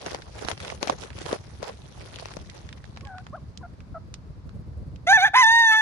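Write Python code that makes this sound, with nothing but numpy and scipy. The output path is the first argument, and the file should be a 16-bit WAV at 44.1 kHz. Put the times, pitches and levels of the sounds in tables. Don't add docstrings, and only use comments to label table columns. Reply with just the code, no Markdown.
import sys
import numpy as np
from scipy import signal
from scipy.fft import rfft, irfft
from scipy.io import wavfile
from scipy.ndimage import uniform_filter1d

SR = 44100
rng = np.random.default_rng(int(sys.argv[2]) if len(sys.argv) > 2 else 0)


def transcribe(u):
    v = np.clip(np.atleast_2d(u).T, -1, 1)
    q = np.round(v * 32767).astype(np.int16)
    wavfile.write(sys.argv[1], SR, q)


N = 256220
T = np.arange(N) / SR


def undb(db):
    return 10 ** (np.asarray(db) / 20)


def curves(rows):
    s, *columns = np.transpose(rows)
    return [np.interp(T, s, c) for c in columns]


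def unit(x):
    return x / np.sqrt(np.mean(x ** 2))


def gain_at(hz, points):
    f, db = np.transpose(points)
    return undb(np.interp(np.log(hz + 1), np.log(f), db))


def colour(x, points):
    hz = np.fft.rfftfreq(2 * N, 1 / SR)
    low_fall = np.clip(hz / points[0][0], 1e-2, 1) ** 2
    gain = unit(gain_at(hz, points) * low_fall)
    cepstrum = irfft(np.log(gain))
    cepstrum[1:N] *= 2
    cepstrum[N + 1:] = 0
    return irfft(rfft(x, 2 * N) * np.exp(rfft(cepstrum)))[..., :N]


def wander(lo_hz, hi_hz):
    band = signal.butter(2, [lo_hz, hi_hz], "band", fs=SR, output="sos")
    return unit(signal.sosfilt(band, rng.standard_normal(N)))


def resonate(x, hz, q):
    return signal.lfilter(*signal.iirpeak(hz, q, fs=SR), x) * np.sqrt(SR * q / (np.pi * hz))


def ramp(start_s, length_s):
    return np.clip((T - start_s) / length_s, 0, 1)


def swell(s, half_s):
    return np.exp(-((T - s) / half_s) ** 2)


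# time_s, level_db
RUMBLE_LEVEL = [(0, -47), (0.7, -42.5), (1.8, -45.5), (2.2, -43), (3.9, -41.5), (4.3, -41.5), (4.9, -36.5),
                (5.15, -45.5), (5.7, -54)]
# frequency_hz, relative_level_db (per Hz)
RUMBLE_COLOUR = [(25, -44.5), (45, -4), (65, 4), (120, 1.5), (200, -6.5), (300, -16), (600, -24),
                 (1300, -57.5)]
# frequency_hz, relative_level_db (per Hz)
HUSH_COLOUR = [(300, -13), (1000, -5.5), (2300, -17.5), (3200, -23), (4600, -18.5), (7000, -29.5),
               (11500, -43)]


def air(side_db=-7, buffet_db=3.0, garden_db=-61):
    rumble_level_db, = curves(RUMBLE_LEVEL)
    mid, side = rng.standard_normal((2, N))
    ports = mid + undb(side_db) * side * np.array([[1], [-1]])
    buffets = undb(buffet_db * wander(1.64, 24.2))
    rumble = unit(colour(ports, RUMBLE_COLOUR) * buffets) * undb(rumble_level_db)
    hush = colour(rng.standard_normal((2, N)), HUSH_COLOUR) * undb(garden_db)
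    return rumble + hush


GRIP_S, SLIP_S = 0.017, 0.025


def stroke(s, length):
    return ramp(s, GRIP_S) * np.exp(-np.maximum(T - s - length, 0) / SLIP_S)


def grains(per_cycle, spread_db):
    out = np.zeros((2, N))
    for hz in np.geomspace(350, 10500, 13):
        hit = rng.random((2, N)) < per_cycle * hz / SR
        size_db = spread_db * np.minimum(rng.exponential(size=hit.sum()), 4)
        slips = np.zeros((2, N))
        slips[hit] = rng.choice([-1, 1], hit.sum()) * undb(size_db)
        out += resonate(slips, hz, q=3)
    return unit(out)


def patchy(x, depth_db):
    frames = signal.stft(x, nperseg=256)[2]
    field = rng.standard_normal(frames.shape[1:])
    for _ in range(2):
        field = uniform_filter1d(field, 5, axis=0)
        field = uniform_filter1d(field, 10, axis=1)
    return signal.istft(frames * undb(depth_db * unit(field)))[1][:, :N]


BRUSH_DB, CLEAR_S, CLEARING_DB_PER_S = -54, 2.44, 14
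# start_s, length_s, crackle_level_db, drag_level_db
NET_STROKES = [(0.0, 0.16, -43, -47), (0.337, 0.11, -45, -47.5), (0.464, 0.044, -37.5, -63),
               (0.59, 0.14, -43, -45.5), (0.804, 0.12, -44, -43), (0.973, 0.088, -44.5, -61),
               (1.146, 0.086, -44, -67), (1.25, 0.097, -39.5, -42.5), (1.615, 0.075, -44.5, -41),
               (1.964, 0.37, -49.5, -58), (2.532, 0.037, -48.5, -51)]
# frequency_hz, relative_level_db (per Hz)
CRACKLE_COLOUR = [(250, 1), (480, 0.5), (1500, -9), (3200, -11.5), (6000, -13), (7800, -23), (10500, -19.5),
                  (12000, -49)]
# frequency_hz, relative_level_db (per Hz)
DRAG_COLOUR = [(200, -21.5), (450, 4), (1100, -7), (1900, -11.5), (5000, -34)]


def scrape(smooth_db=-9, stutter_db=-2.5):
    brush = undb(BRUSH_DB - CLEARING_DB_PER_S * np.maximum(T - CLEAR_S, 0))
    sliding = sum(undb(db) * stroke(s, length) for s, length, db, _ in NET_STROKES)
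    pressed = sum(undb(db) * stroke(s, length) for s, length, _, db in NET_STROKES)
    friction = grains(per_cycle=0.07, spread_db=4.8)
    friction = friction + undb(smooth_db) * rng.standard_normal((2, N))
    fits = undb(stutter_db * np.stack([wander(6.4, 35) for _ in range(2)]))
    crackle = colour(unit(friction * fits) * np.hypot(brush, sliding), CRACKLE_COLOUR)
    drag = colour(unit(grains(per_cycle=0.8, spread_db=2.5) * fits) * pressed, DRAG_COLOUR)
    return patchy(crackle + drag, depth_db=2)


CLICK_RISE_S = 0.0005


def burst(s, db, pan_db, rise_s, decay_s, tail_db, tail_s):
    out = np.zeros((2, N))
    t = T[:SR // 8] - .01
    rise = np.exp(np.minimum(t, 0) / rise_s)
    decay = np.exp(-np.maximum(t, 0) / decay_s)
    tail = undb(tail_db) * np.exp(-np.abs(t) / tail_s)
    shape = rise * (decay + tail)
    jerks = rng.laplace(size=(2, len(t)))
    jerks[:, np.argmax(shape)] = 0.0
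    slips = undb(np.array([[pan_db], [-pan_db]]) / 2) * shape * jerks
    start = int((s + t[0]) * SR)
    out[:, start:start + len(t)] = undb(db) * unit(slips) * np.sqrt(SR / 100 / len(t))
    return out


# time_s, crack_level_db, thud_level_db, left_minus_right_db
NET_SNAPS = [(0.063, -32.5, -40, -3), (0.147, -32.5, -35, 2.5), (0.449, -37, -33, -6),
             (0.486, -28.5, -34, -9), (0.515, -29.5, -34, 4.5), (0.723, -45, -34.5, -8),
             (0.829, -23.5, -28.5, 9), (0.874, -30, -27.5, 21), (0.898, -25.5, -19.5, -4),
             (1.262, -35, -34, -19), (1.329, -33, -23, 2.5), (1.629, -35.5, -36, 30), (2.257, -38, -40, 5),
             (2.369, -40.5, -37.5, 8)]
# frequency_hz, relative_level_db (per Hz)
CRACK_COLOUR = [(700, 11), (1500, 2.5), (3200, 1), (6300, -2), (7800, -15), (11500, -20)]
# frequency_hz, relative_level_db (per Hz)
THUD_COLOUR = [(170, -3.5), (450, 1.5), (750, -0.5), (1300, -11.5), (3000, -56)]


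def snaps():
    cracks = sum(burst(s, db, pan, rise_s=CLICK_RISE_S, decay_s=0.0008, tail_db=-14.0, tail_s=0.011)
                 for s, db, _, pan in NET_SNAPS)
    thuds = sum(burst(s, db, pan, rise_s=0.0019, decay_s=0.0031, tail_db=-24.5, tail_s=0.013)
                for s, _, db, pan in NET_SNAPS)
    return colour(cracks, CRACK_COLOUR) + colour(thuds, THUD_COLOUR)


# time_s, level_db, ring_hz
DRY_TICKS = [(0.221, -42, 1750), (0.428, -51, 1100), (0.577, -42.5, 2460), (0.603, -39, 1490),
             (0.633, -48, 2470), (0.649, -35.5, 1670), (0.68, -37, 2520), (0.701, -35, 1670),
             (0.881, -33.5, 2000), (1.036, -40, 2610), (1.104, -42.5, 1800), (1.188, -43, 2370),
             (1.218, -42, 2180), (2.159, -41.5, 4020), (2.187, -41, 1800), (2.318, -47, 2800),
             (2.338, -43.5, 2390), (2.499, -42.5, 3680), (2.69, -42.5, 1870), (2.728, -42, 1980),
             (2.842, -46, 1170), (2.963, -47, 1380), (2.973, -40, 1060), (3.009, -46, 1900),
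             (3.051, -46.5, 2600), (3.072, -45, 1090), (3.183, -42.5, 1090), (3.267, -43.5, 1070),
             (3.575, -41, 5100), (3.805, -50, 1290), (4.141, -35.5, 4250), (4.493, -52.5, 1190),
             (4.96, -51.5, 2930)]


def ticks(pan_db=-4.0, q=1.22, dull_hz=7000):
    clicks = np.zeros((2, N))
    for s, db, hz in DRY_TICKS:
        click = burst(s, db, pan_db, rise_s=CLICK_RISE_S, decay_s=0.0013, tail_db=-15, tail_s=0.0092)
        clicks += resonate(click, hz, q)
    return signal.sosfilt(signal.butter(4, dull_hz, fs=SR, output="sos"), clicks)


HEN_JITTER, HEN_SHIMMER = 0.018, 0.18
# start_s, length_s, start_pitch_hz, middle_pitch_hz, end_pitch_hz, level_db
HEN_CLUCKS = [(3.027, 0.04, 550, 546, 560, -43), (3.056, 0.16, 849, 742, 759, -39),
              (3.326, 0.035, 532, 630, 800, -31.5), (3.36, 0.028, 744, 604, 526, -40),
              (3.608, 0.019, 507, 506, 515, -43), (3.627, 0.037, 817, 684, 750, -37),
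              (3.943, 0.041, 708, 647, 684, -31.5)]
HEN_HARMONICS = [-4, -9, -36.5]


def hen(low_hz=640):
    voice = np.zeros(N)
    unsteady = 1 + HEN_JITTER * wander(12, 110)
    for s, length, start_hz, middle_hz, end_hz, db in HEN_CLUCKS:
        at = slice(int(s * SR), int((s + length) * SR))
        u = np.linspace(0, 1, at.stop - at.start)
        bend = np.polyfit([0, .5, 1], [start_hz, middle_hz, end_hz], 2)
        hz = np.polyval(bend, u)
        phase = 2 * np.pi * np.cumsum(hz * unsteady[at]) / SR
        harmonics = sum(undb(d) * np.sin((k + 1) * phase) for k, d in enumerate(HEN_HARMONICS))
        arch = np.sqrt(np.abs(np.sin(np.pi * u)))
        voice[at] += np.sqrt(2) * undb(db) * arch * harmonics
    voice = voice * (1 + HEN_SHIMMER * wander(22, 230))
    return signal.sosfilt(signal.butter(6, low_hz, "high", fs=SR, output="sos"), voice)


BEAK_HZ, BEAK_WIDTH_HZ = 1778, 216


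def beak_ring(hz):
    return np.exp(-((2 * hz - BEAK_HZ) / BEAK_WIDTH_HZ) ** 2)


ARCH_TOP_HZ, BREAK_HZ, BREAK_S, SWELL_DB = 801, 90.7, 0.0044, 13
ATTACK_S, RELEASE_S = 0.0089, 0.024
SYLLABLE_ROUGH, FRAYED_ROUGH = 0.37, 0.82
# start_s, length_s, start_pitch_hz, end_pitch_hz,
# top_level_db, arch_pointedness (power), break_start_s, break_length_s
SHORT_SYLLABLES = [(5.066, 0.134, 629.8, 722.3, -11, 0.85, 5.129, 0.045),
                   (5.2, 0.094, 712.6, 718.5, -13, 1.7, 5.25, 0.028)]


def short_syllables(octave_db=-11, ring_db=24, overtones_db=-23, overtone_swell=0.064, ring_drain_db=5,
                    fray_s=0.081):
    hz, db = np.full(N, 1. * ARCH_TOP_HZ), np.full(N, 1. * SHORT_SYLLABLES[0][4])
    for s, length, start_hz, end_hz, top_db, pointed, break_s, held_s in SHORT_SYLLABLES:
        u = ramp(s, length)
        effort = np.abs(np.sin(np.pi * u)) ** pointed
        slack_hz = start_hz + (end_hz - start_hz) * u
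        broken = ramp(break_s - BREAK_S / 2, BREAK_S) - ramp(break_s + held_s - BREAK_S / 2, BREAK_S)
        arched_hz = slack_hz + (ARCH_TOP_HZ - slack_hz) * effort + BREAK_HZ * broken
        hz = np.where(T >= s, arched_hz, hz)
        db = np.where(T >= s, top_db - SWELL_DB * (1 - effort), db)
    end_s, ring = s + length, beak_ring(hz)
    sounding = ramp(SHORT_SYLLABLES[0][0], ATTACK_S) - ramp(end_s - RELEASE_S, RELEASE_S)
    upper_db = overtones_db + overtone_swell * (db - db.max()) - ring_drain_db * ring
    rough = SYLLABLE_ROUGH + (FRAYED_ROUGH - SYLLABLE_ROUGH) * ramp(end_s - fray_s, fray_s)
    return sounding, hz, db, octave_db + ring_db * ring, upper_db, rough


SETTLES_S, SETTLE_S = 5.432, 0.012
CRACKED_ROUGH, HELD_ROUGH = 0.56, 0.06
# time_s, pitch_hz, level_db (first two harmonics)
HELD_NOTE = [(5.338, 731.4, -18.5), (5.344, 825, -16), (5.36, 1012, -12), (5.404, 1034, -13),
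             (5.418, 998, -13.5), (5.436, 893, -13), (5.46, 889, -14), (5.546, 928, -15),
             (5.596, 930.4, -15), (5.714, 874.5, -15.5), (5.8, 878, -17.5)]


def long_note(octave_db=-5, ring_db=6, brighten_db_per_s=20, overtones_db=-12, attack_s=0.0095):
    hz, db = curves(HELD_NOTE)
    start_s = HELD_NOTE[0][0] - attack_s / 2
    brightness_db = octave_db + ring_db * beak_ring(hz) + brighten_db_per_s * np.maximum(T - start_s, 0)
    rough = CRACKED_ROUGH + (HELD_ROUGH - CRACKED_ROUGH) * ramp(SETTLES_S - SETTLE_S / 2, SETTLE_S)
    return ramp(start_s, attack_s), hz, db, brightness_db, db + overtones_db, rough


RASP = 1.6
ROUGH_FLICKER_DB, ROUGH_BLUR = 4, 2.5
SLACK_SIDE = 0.905
# frequency_hz, relative_level_db
THROAT_COLOUR = [(2200, 17), (2750, 0), (3150, -1), (3500, 11), (3740, 10.5), (4050, -2.5), (4600, -3),
                 (5400, -9), (6400, 2.5), (7400, -21.5), (10500, -14.5)]


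def syrinx(hz, db, octave_db, upper_db, rough, alternation, clash, jitter=0.0033, shimmer=0.13,
           tremble=0.0047, flicker_db=3, hiss_db=-35, blur=0.48):
    hz = hz * (1 + tremble * wander(16.0, 62) + jitter * rough * wander(58, 500))
    phase = 2 * np.pi * np.cumsum(hz) / SR
    first_gain = undb(db) / np.hypot(1, undb(octave_db))
    first = first_gain * np.sin(phase)
    octave = np.sin(2 * phase + 1)
    slack = SLACK_SIDE * phase + wander(30, 200) / 3
    rival = np.sin(2 * slack) + np.sin(4 * phase - 2 * slack) / 2

    orders = np.arange(3, 17)
    patchiness_db = flicker_db + ROUGH_FLICKER_DB * rough
    weights = np.array([gain_at(k * hz, THROAT_COLOUR) * undb(patchiness_db * wander(2.2, 30)) for k in orders])
    weights /= np.sqrt(np.sum(weights ** 2, axis=0))
    smear = blur * (1 + ROUGH_BLUR * rough)
    overtones = np.zeros(N)
    for k, weight in zip(orders, weights):
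        timing = smear * (k / 10) ** 2 * wander(25, 190)
        overtones += np.sqrt(2) * weight * np.sin(k * phase + k * k + timing)

    jet = rng.standard_normal(N) * (1 + np.cos(phase))
    puffs = unit(colour(jet, [(1200, 4.5)] + THROAT_COLOUR))
    noisy = np.clip(RASP * rough ** 2 + clash / 3 + undb(hiss_db), 0, 1)
    swing = alternation * np.cos(phase / 2)
    upper = undb(upper_db) * (np.sqrt(1 - noisy ** 2) * overtones * (1 + swing / 2) + noisy * puffs)
    leading = octave * (np.sqrt(1 - clash ** 2) + swing / 2)
    second = first_gain * undb(octave_db) * (leading + clash * rival / 2)
    low = np.sqrt(2) * (first + second)
    return low * (1 + shimmer * rough * wander(42, 710)) + upper


# middle_s, half_length_s, centre_hz, level_db
THROAT_SCREECHES = [(5.104, 0.016, 6350, -31), (5.231, 0.01, 6370, -34.5), (5.442, 0.008, 5400, -31)]


def screeches(q=10):
    jet = rng.standard_normal(N)
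    return sum(undb(db) * swell(s, half_s) * unit(resonate(resonate(jet, hz, q), hz, q))
               for s, half_s, hz, db in THROAT_SCREECHES)


# middle_s, half_length_s, depth (0-1)
CYCLE_DOUBLINGS = [(5.367, 0.043, 1), (5.739, 0.024, 0.85)]
# middle_s, half_length_s, depth (0-1)
SIDE_CLASHES = [(5.271, 0.019, 0.62), (5.365, 0.022, 1)]


def rooster():
    opening, ending = short_syllables(), long_note()
    sounding, *controls = np.where(ending[0] > 0, ending, opening)
    alternation = sum(depth * swell(s, half_s) for s, half_s, depth in CYCLE_DOUBLINGS)
    clash = np.clip(sum(depth * swell(s, half_s) for s, half_s, depth in SIDE_CLASHES), 0, 1)
    voice = sounding * (syrinx(*controls, alternation, clash) + screeches())
    return signal.sosfilt(signal.butter(4, 560, "high", fs=SR, output="sos"), voice)


def place(x, pan_db, lag_s):
    return np.stack([x * undb(pan_db / 2), np.interp(T - lag_s, T, x) * undb(-pan_db / 2)])


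def yard(x, t60_s=0.27, wet_db=-24):
    t = T[:SR // 2]
    echo = rng.standard_normal((2, len(t))) * undb(-60 * t / t60_s) * (t > .004)
    echo = uniform_filter1d(echo, size=3, axis=1)
    echo /= np.sqrt(np.sum(echo ** 2, axis=1, keepdims=True))
    return undb(wet_db) * signal.fftconvolve(x[None], echo, axes=1)[:, :N]


def scene():
    cock, clucks = rooster(), hen()
    birds = place(cock, pan_db=-1.5, lag_s=0.00012) + place(clucks, pan_db=2.0, lag_s=0)
    birds = birds + yard(cock + clucks)
    return birds + air() + scrape() + snaps() + ticks()


TOP_HZ = 11700


def record(dry):
    return signal.sosfilt(signal.ellip(8, .2, 70, TOP_HZ, fs=SR, output="sos"), dry)


dry = scene()
out = record(dry)
transcribe(out)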